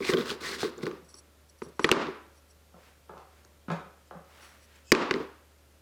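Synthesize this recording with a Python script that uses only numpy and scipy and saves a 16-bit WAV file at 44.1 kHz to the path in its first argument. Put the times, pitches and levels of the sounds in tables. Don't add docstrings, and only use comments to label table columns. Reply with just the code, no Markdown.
import sys
import numpy as np
from scipy import signal
from scipy.fft import rfft, irfft
from scipy.io import wavfile
from scipy.ndimage import uniform_filter1d

SR = 44100
rng = np.random.default_rng(int(sys.argv[2]) if len(sys.argv) > 2 else 0)


def field_ratio(decibels):
    return 10 ** (np.asarray(decibels, dtype=float) / 20)


def generate_wav(signal):
    frames = np.transpose(np.atleast_2d(signal))
    scaled = np.clip(frames, -1, 1) * 32767
    pcm = np.round(scaled).astype(np.int16)
    wavfile.write(sys.argv[1], SR, pcm)


N = 256220

# pitch in Hz, width in Hz, level in dB.
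BUCKET_MODES = [(157.4, 37, -12), (252, 49, 0), (294.7, 91, -1.5), (380.3, 57, 6), (475.4, 120, -4.5)]
# pitch in Hz, width in Hz, level in dB.
WALL_MODES = [(1100, 110, 0), (1550, 250, 1), (2050, 90, -11), (2500, 590, -15.5), (3400, 380, -13),
              (4900, 2100, -13.5)]


def evened(x):
    return x / np.sqrt(np.mean(x ** 2) + 1e-20)


def peaked(x):
    return x / abs(x).max()


def read(points, hz):
    f, value = np.transpose(points)
    return np.interp(np.log(hz + 1), np.log(f + 1), value)


def add(mix, s, sound):
    part = mix[max(round(s * SR), 0):][:len(sound)]
    part += sound[:len(part)]


def ring(x, modes):
    out = np.zeros(len(x))
    for k, (hz, width, db) in enumerate(modes):
        r = np.exp(-np.pi * width / SR)
        poles = [1, -2 * r * np.cos(2 * np.pi * hz / SR), r * r]
        out += (-1) ** k * field_ratio(db) * (1 - r) * signal.lfilter([1, 0, -r], poles, x)
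    return out


def glide(x, hz, width):
    turn = np.exp(2j * np.pi * np.cumsum(hz) / SR)
    r = np.exp(-np.pi * width / SR)
    return evened((turn * signal.lfilter([1 - r], [1, -r], x / turn)).real)


def coloured(x, points):
    return irfft(rfft(x) * field_ratio(read(points, np.fft.rfftfreq(len(x), 1 / SR))), len(x))


def grit(per_s, spread_db):
    size = field_ratio(spread_db * np.minimum(rng.exponential(1, N), 4)) * rng.standard_normal(N)
    return evened(size * (rng.random(N) < per_s / SR))


def burst(noise, ms):
    x = noise * np.exp(-np.arange(len(noise)) / SR / (max(ms, .15) / 1000))
    x[0] = 3.7
    return peaked(x)


def strokes(rows, start_db, end_db, sag=0):
    t, gain, pitch = np.arange(N) / SR, np.zeros(N), np.zeros(N)
    for top, rise, fall, db, *hz in rows:
        inside = (t >= top - rise) & (t < top + fall)
        under_db = np.interp(t[inside], [top - rise, top, top + fall], [start_db, 0, end_db])
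        gain[inside] += field_ratio(db + under_db)
        pitch[inside] = sum(hz) * (1 + sag * under_db)
    return uniform_filter1d(gain, size=130), pitch


def floor():
    # frequency in Hz, level in dB per Hz.
    air_spectrum = [(15, -45), (25, -18.5), (50, -19), (110, -18.5), (220, -21), (480, -22), (790, -26.5),
                    (5270, -34.5), (15200, -39), (15900, -53), (16500, -72.5)]
    # pitch in Hz, wander in Hz, level in dB.
    motor_tones = [(74, 0.65, -62.5), (563, 17, -76), (1360, 15, -81.5)]
    air = evened(coloured(rng.standard_normal(N), air_spectrum))
    slow = uniform_filter1d(rng.standard_normal(N), size=3000)
    wander = evened(uniform_filter1d(slow, size=3000))
    hum = np.zeros(N)
    for k, (hz, wander_hz, db) in enumerate(motor_tones):
        pitch = hz + wander_hz * np.roll(wander, 40000 * k + 9000)
        tone = np.sqrt(2) * np.sin(2 * np.pi * np.cumsum(pitch) / SR)
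        hum += field_ratio(db + .7 * wander) * tone
    return field_ratio(-63.5) * air + hum


def shop(x, build_s, far_wall, length):
    # frequency in Hz, time to fall by 60 dB in seconds.
    ring_times = [(100, 0.35), (300, 0.54), (1000, 0.6), (2500, 0.63), (6000, 0.47), (12000, 0.23)]
    taps = np.zeros(SR)
    at = np.arange(200, SR - 20, 16) + rng.integers(0, 16, (SR - 205) // 16)
    taps[at] = rng.choice([-1., 1.], len(at))
    hz, t, z = signal.stft(taps, SR, nperseg=256)
    decay = field_ratio(-60 * t / length / read(ring_times, hz)[:, None])
    tail = signal.istft(z * decay, SR, nperseg=256)[1][:SR]
    t = np.arange(SR) / SR
    tail *= 1 - np.exp(-t / build_s)
    tail *= 1 + far_wall * np.exp(-((t - .105) / 0.014) ** 2)
    return signal.fftconvolve(x, tail / np.linalg.norm(tail))[:N]


def thuds():
    # start in seconds, peak in dB, bench boom in dB above the peak,
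    # dullness corner in Hz, contact in ms.
    set_down = [(.833, -50, 22, 900, 2.8), (1.021, -56, 5.5, 920, 3), (1.661, -54.5, 7.5, 900, 3),
                (1.843, -42, 8, 1500, 3.6), (3.178, -46, -19, 4500, 2.2), (3.859, -64.5, 15, 900, 4),
                (2.741, -46, -4, 1390, 3.5), (2.764, -48.5, -6, 1100, 6.5), (3.094, -35, -17, 1660, 6.1),
                (3.135, -41.5, -14, 1800, 4), (3.17, -36, -20, 1500, 1.2), (3.682, -34, 4.5, 2380, 12),
                (3.702, -22.5, -15.5, 2160, 4.8), (3.716, -33.5, 5, 3000, 3.4),
                (3.716, -42.5, -40, 8900, 3.3), (4.11, -33.5, -21, 1744, 1.7), (4.15, -41.5, -2, 1700, 2.3),
                (4.17, -45.5, -27, 1720, 1.6)]
    # pitch in Hz, width in Hz, level in dB.
    bench_modes = [(172, 17.5, 0), (380, 112, -12.5), (556, 45, -3.5), (756, 99, -8.5), (1300, 200, -7.5)]
    mix, boom = np.zeros((2, N))
    for s, db, boom_db, hz, ms in set_down:
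        noise = rng.standard_normal((2, 12000))
        touch = burst(noise[0], ms)
        body = 0.28 * touch + ring(touch, bench_modes[1:]) * 4.3
        band = signal.butter(2, [0.2 * hz, hz], "band", fs=SR, output="sos")
        dull = signal.sosfilt(band, body)
        add(mix, s, field_ratio(db) * (peaked(dull) + field_ratio(-30) * touch))
        low = ring(burst(noise[1], 11.9), bench_modes[:1])
        add(boom, s, field_ratio(db + boom_db) * peaked(ring(low, [(198.7, 130, 0)])))
    return mix, boom


def sleeve():
    # fastest moment, rise and fall in seconds, level in dB, centre in Hz.
    moves = [
        (2.86, 0.11, 0.13, -57, 1600),
        (3.38, .13, .12, -62, 1360),
        (4.32, .08, 0.14, -56, 1190),
        (4.446, 0.1, 0.2, -51, 1300),
        (4.76, .14, .1, -57, 1800),
    ]
    gain, hz = strokes(moves, -12.5, -13, sag=.004)
    return gain * coloured(glide(grit(13000, 0.81), hz, 1500), [(5000, -1), (15000, -3.5)])


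def fingers():
    # firmest moment, rise and fall in seconds, level in dB.
    rubs = [(1.045, .005, 0.034, -62.5), (1.093, .011, 0.053, -56.5), (1.15, .01, 0.045, -56),
            (1.195, .03, 0.013, -52), (1.5, .015, 0.014, -58.5), (1.59, .008, 0.013, -63),
            (1.635, .012, 0.037, -54.5), (1.692, .018, 0.011, -62), (1.77, .015, 0.027, -68),
            (1.838, .045, 0.018, -48.5), (1.87, .02, 0.018, -48.5), (2.38, .06, .03, -66),
            (2.512, .03, .013, -60.5), (4.42, .012, 0.13, -59), (4.645, .045, 0.023, -61)]
    # firmest moment, rise and fall in seconds, level in dB.
    grips = [
        (4.08, 0.028, .02, -69),
        (4.76, 0.013, 0.0089, -62),
        (4.905, .06, .012, -54),
    ]
    # pitch in Hz, width in Hz, level in dB.
    small_block = [(4400, 230, -6), (5696, 350, -2.5), (7960, 240, -5.5), (9000, 200, -8), (10250, 380, -8)]
    # pitch in Hz, width in Hz, level in dB.
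    big_block = [(2590, 56, -1.5), (3090, 210, -11), (5160, 420, -10), (6430, 230, -7), (7400, 740, -10)]
    out = np.zeros(N)
    for rows, block in [(rubs, small_block), (grips, big_block)]:
        damped = [(hz, 1.9 * width, 0) for hz, width, db in block]
        skin = ring(ring(grit(9000, 1.9), block), damped)
        out += strokes(rows, -15, -15)[0] * evened(skin)
    return out


def slides():
    # fastest moment, rise and fall in seconds, hiss in dB, squeak in Hz.
    drags = [(.052, .05, 0.01, -45.5, 2170), (.105, 0.055, 0.033, -34.5, 2100),
             (.19, 0.027, 0.18, -49, 2500), (.311, .056, .045, -41.5, 3300), (.412, 0.0082, .03, -48, 2100),
             (.461, .04, 0.15, -40, 2070), (.55, 0.062, 0.033, -48.5, 1910),
             (.615, 0.032, 0.089, -39, 2820), (.778, 0.0055, 0.0094, -66.5, 1800),
             (.836, 0.018, 0.0064, -48, 1880), (.868, 0.011, 0.01, -50, 1770)]
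    # hardest moment, rise and fall
    # in seconds, boom in dB.
    pushes = [(.012, 0.011, 0.06, -29), (.098, 0.015, 0.018, -34), (.146, 0.029, 0.0078, -13.5),
              (.187, 0.037, 0.055, -17), (.27, 0.026, 0.048, -31), (.325, .012, 0.049, -32),
              (.43, .027, 0.03, -35), (.52, 0.076, 0.21, -36), (.645, 0.0093, 0.061, -24.5),
              (.785, 0.021, 0.084, -33), (.84, 0.0062, 0.039, -25), (.88, .012, 0.028, -26.5),
              (.92, 0.017, 0.079, -37), (1.67, 0.025, 0.055, -43), (5.21, 0.089, 0.085, -35)]
    gain, hz = strokes(drags, -12.5, -20, sag=0.018)
    shove = strokes(pushes, -8, -16.5)[0]
    slips = grit(4000, 2.5)
    grain = evened(ring(slips, WALL_MODES)) + glide(slips, hz, 1200)
    hiss_spectrum = [(2000, -4.0), (4400, 2.5), (6200, -5), (9000, -10.0), (15000, -26), (16000, -31.5)]  # (Hz, dB)
    hiss = evened(coloured(grit(9000, 0.83), hiss_spectrum))
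    shakes = grit(3000, 1.7)
    boom = ring(shove * shakes, BUCKET_MODES) / np.std(ring(shakes[:SR], BUCKET_MODES))
    grain_gain = field_ratio(-0.5) * gain + field_ratio(-19.5) * shove
    return 1.35 * gain * hiss + grain_gain * grain + field_ratio(-6.5) * boom


def squeak():
    # fastest moment, rise and fall in seconds, level in dB, pitch in Hz.
    chatter = [
        (.03, .008, .014, -31.5, 2100),
        (.05, 0.0063, .008, -21.5, 2260),
        (.068, 0.0053, .03, -29.5, 2270),
        (.096, 0.0071, .012, -31, 2050),
        (.143, 0.049, .01, -35, 1870),
        (.46, 0.027, .07, -37.5, 1860),
        (.542, 0.022, .028, -38.5, 1770),
    ]
    gain, hz = strokes(chatter, -8, -11)
    return field_ratio(7) * gain * glide(glide(grit(2300, 3.1), hz, 630), hz, 560)


def knocks():
    # start in seconds, peak in dB, bucket boom in dB
    # above the peak, wood pitch in Hz, contact in ms.
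    settling = [(1.619, -30.5, 3.5, 1100, 5.2), (1.794, -18.5, -6.5, 1000, 3.4), (1.844, -9, -6, 2050, 4),
                (1.85, -20, -13.5, 4386, 2.2), (1.891, -11.5, -22, 1325, 2.7), (1.915, -5, -9, 2750, 1.85),
                (1.924, -10.5, -15.5, 1410, 2.2), (1.936, -26, 9, 3470, 0.95), (1.927, -24, -17, 4540, .8),
                (1.968, -15, -3.5, 1100, 0.5), (2.069, -30, 0.5, 1100, 1.2), (2.083, -35.5, 10, 864, 2.1),
                (4.919, -2, -8, 2070, 3.1), (4.95, -9, -8.5, 2540, 1.1), (5.11, -13, -5, 2270, 2.5),
                (5.14, -19, -3, 1850, 1.05), (5.16, -29.5, 9.5, 1190, 2.2), (5.201, -40, 15.5, 1490, 1.1)]
    # start in seconds, peak in dB, bucket boom in dB
    # above the peak, wood pitch in Hz, contact in ms.
    rebounds = [
        (4.923, -5, -24, 4900, 1.7),
        (4.927, -14.5, -18, 2000, 1.5),
    ]
    # start in seconds, peak in dB,
    # bucket boom in dB above the peak, wood pitch in Hz.
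    jostles = [(.005, -34.5, 10, 1300), (.025, -40, -10, 2050), (0.045, -29, -30, 2430),
               (0.0489, -23, -25, 2250), (0.092, -23, 7.5, 2110), (.136, -17, -1, 3070),
               (.171, -19.5, -9, 3250), (.21, -26, -19, 3540), (0.303, -22.5, -24, 3450),
               (.311, -24, -26, 4400), (.315, -30.5, 3.5, 1060), (0.454, -39, -35, 1760),
               (.631, -19.5, -2.5, 800), (.78, -42.5, 1, 7300), (0.809, -43, -14, 2220),
               (0.831, -33, 5, 2050), (.856, -32, -1, 4340), (.867, -23, -2, 1570),
               (.913, -33.5, -3.5, 1300), (1.142, -38, -13.5, 5600), (3.449, -44.5, -14, 6840)]
    # frequency in Hz, level in dB per Hz.
    tick_spectrum = [(1500, -30.5), (2500, -10), (4600, -5), (6500, -1), (9000, -18), (14500, -32),
                     (16000, -43)]
    # frequency in Hz, level in dB.
    knock_to_room = [(100, -18), (200, -2), (370, 4), (700, -8.5), (1150, -2.5), (1600, -9), (5000, -25),
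                     (9000, -47), (14000, -52)]
    # frequency in Hz, level in dB.
    tick_to_room = [(1000, -43), (2500, -20.5), (5000, -16.5), (9000, -22), (14000, -47)]
    jostle_ms = 1.8
    mix, blows, t = np.zeros(N), np.zeros((2, N)), np.arange(6000) / SR
    push = peaked(t * np.exp(-t / 0.00072) * np.cos(2 * np.pi * 60 * t))
    for row in [(*row, jostle_ms) for row in jostles] + settling + rebounds:
        s, db, boom_db, hz, ms = row
        tick_db = -16 + 2 * np.log2(hz / 2100)
        noise = rng.standard_normal((3, 6000))
        touch = burst(noise[0], ms)
        wood = ring(touch, [(hz, 380, 0), (hz * 0.65, 300, -12), (1150, 300, -10)])
        wood += field_ratio(tick_db + 7) * ring(touch, WALL_MODES)
        soft_edge = signal.butter(2, min(3.5 * hz, .4 * SR), fs=SR)
        wood = peaked(signal.lfilter(*soft_edge, wood))
        tick = peaked(coloured(noise[1], tick_spectrum) * np.exp(-t / (1.1 * max(ms, .15) / 1000)))
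        boom = peaked(ring(burst(noise[2], 16.0) + 0.63 * np.exp(-t / 0.00026), BUCKET_MODES))
        gain = field_ratio(db + 0.65 * max(db + 14.0, 0))
        shaken = field_ratio(boom_db) * (boom + field_ratio(-30) * push) + field_ratio(-20) * push
        add(mix, s, gain * (wood + field_ratio(tick_db) * tick + shaken))
        if row not in rebounds:
            blows[:, round(s * SR)] += gain * field_ratio(np.array([0, tick_db]))
    return mix, coloured(blows[0], knock_to_room) + coloured(blows[1], tick_to_room)


def scene():
    hits, splash = knocks()
    drag = slides() + squeak()
    far, bench = thuds()
    wet = shop(field_ratio(20.5) * splash + field_ratio(-18.5) * drag, build_s=0.0022, far_wall=0.89, length=0.99)
    wet += shop(far + field_ratio(-7.5) * bench, build_s=0.0017, far_wall=0.017, length=0.88)
    return (hits + drag + far + bench + wet + fingers() + sleeve() + floor())[None]


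def low_pass(x):
    return signal.sosfilt(signal.butter(12, 16810, fs=SR, output="sos"), x)


def record(dry):
    dry = signal.sosfilt(signal.butter(2, 45, "high", fs=SR, output="sos"), dry)
    power = uniform_filter1d(dry[0] ** 2, size=88, origin=43)
    level_db = 10 * np.log10(abs(power) + 1e-12)
    fall = np.arange(N) * 130.0 / SR
    held_db = np.maximum.accumulate(level_db + fall) - fall
    over_db = np.maximum(held_db + 22, 0)
    late_db = uniform_filter1d(over_db, size=261, origin=130)
    return low_pass(np.clip(dry / field_ratio(0.49 * late_db), -.39, .39))


dry = scene()
out = record(dry)
generate_wav(out)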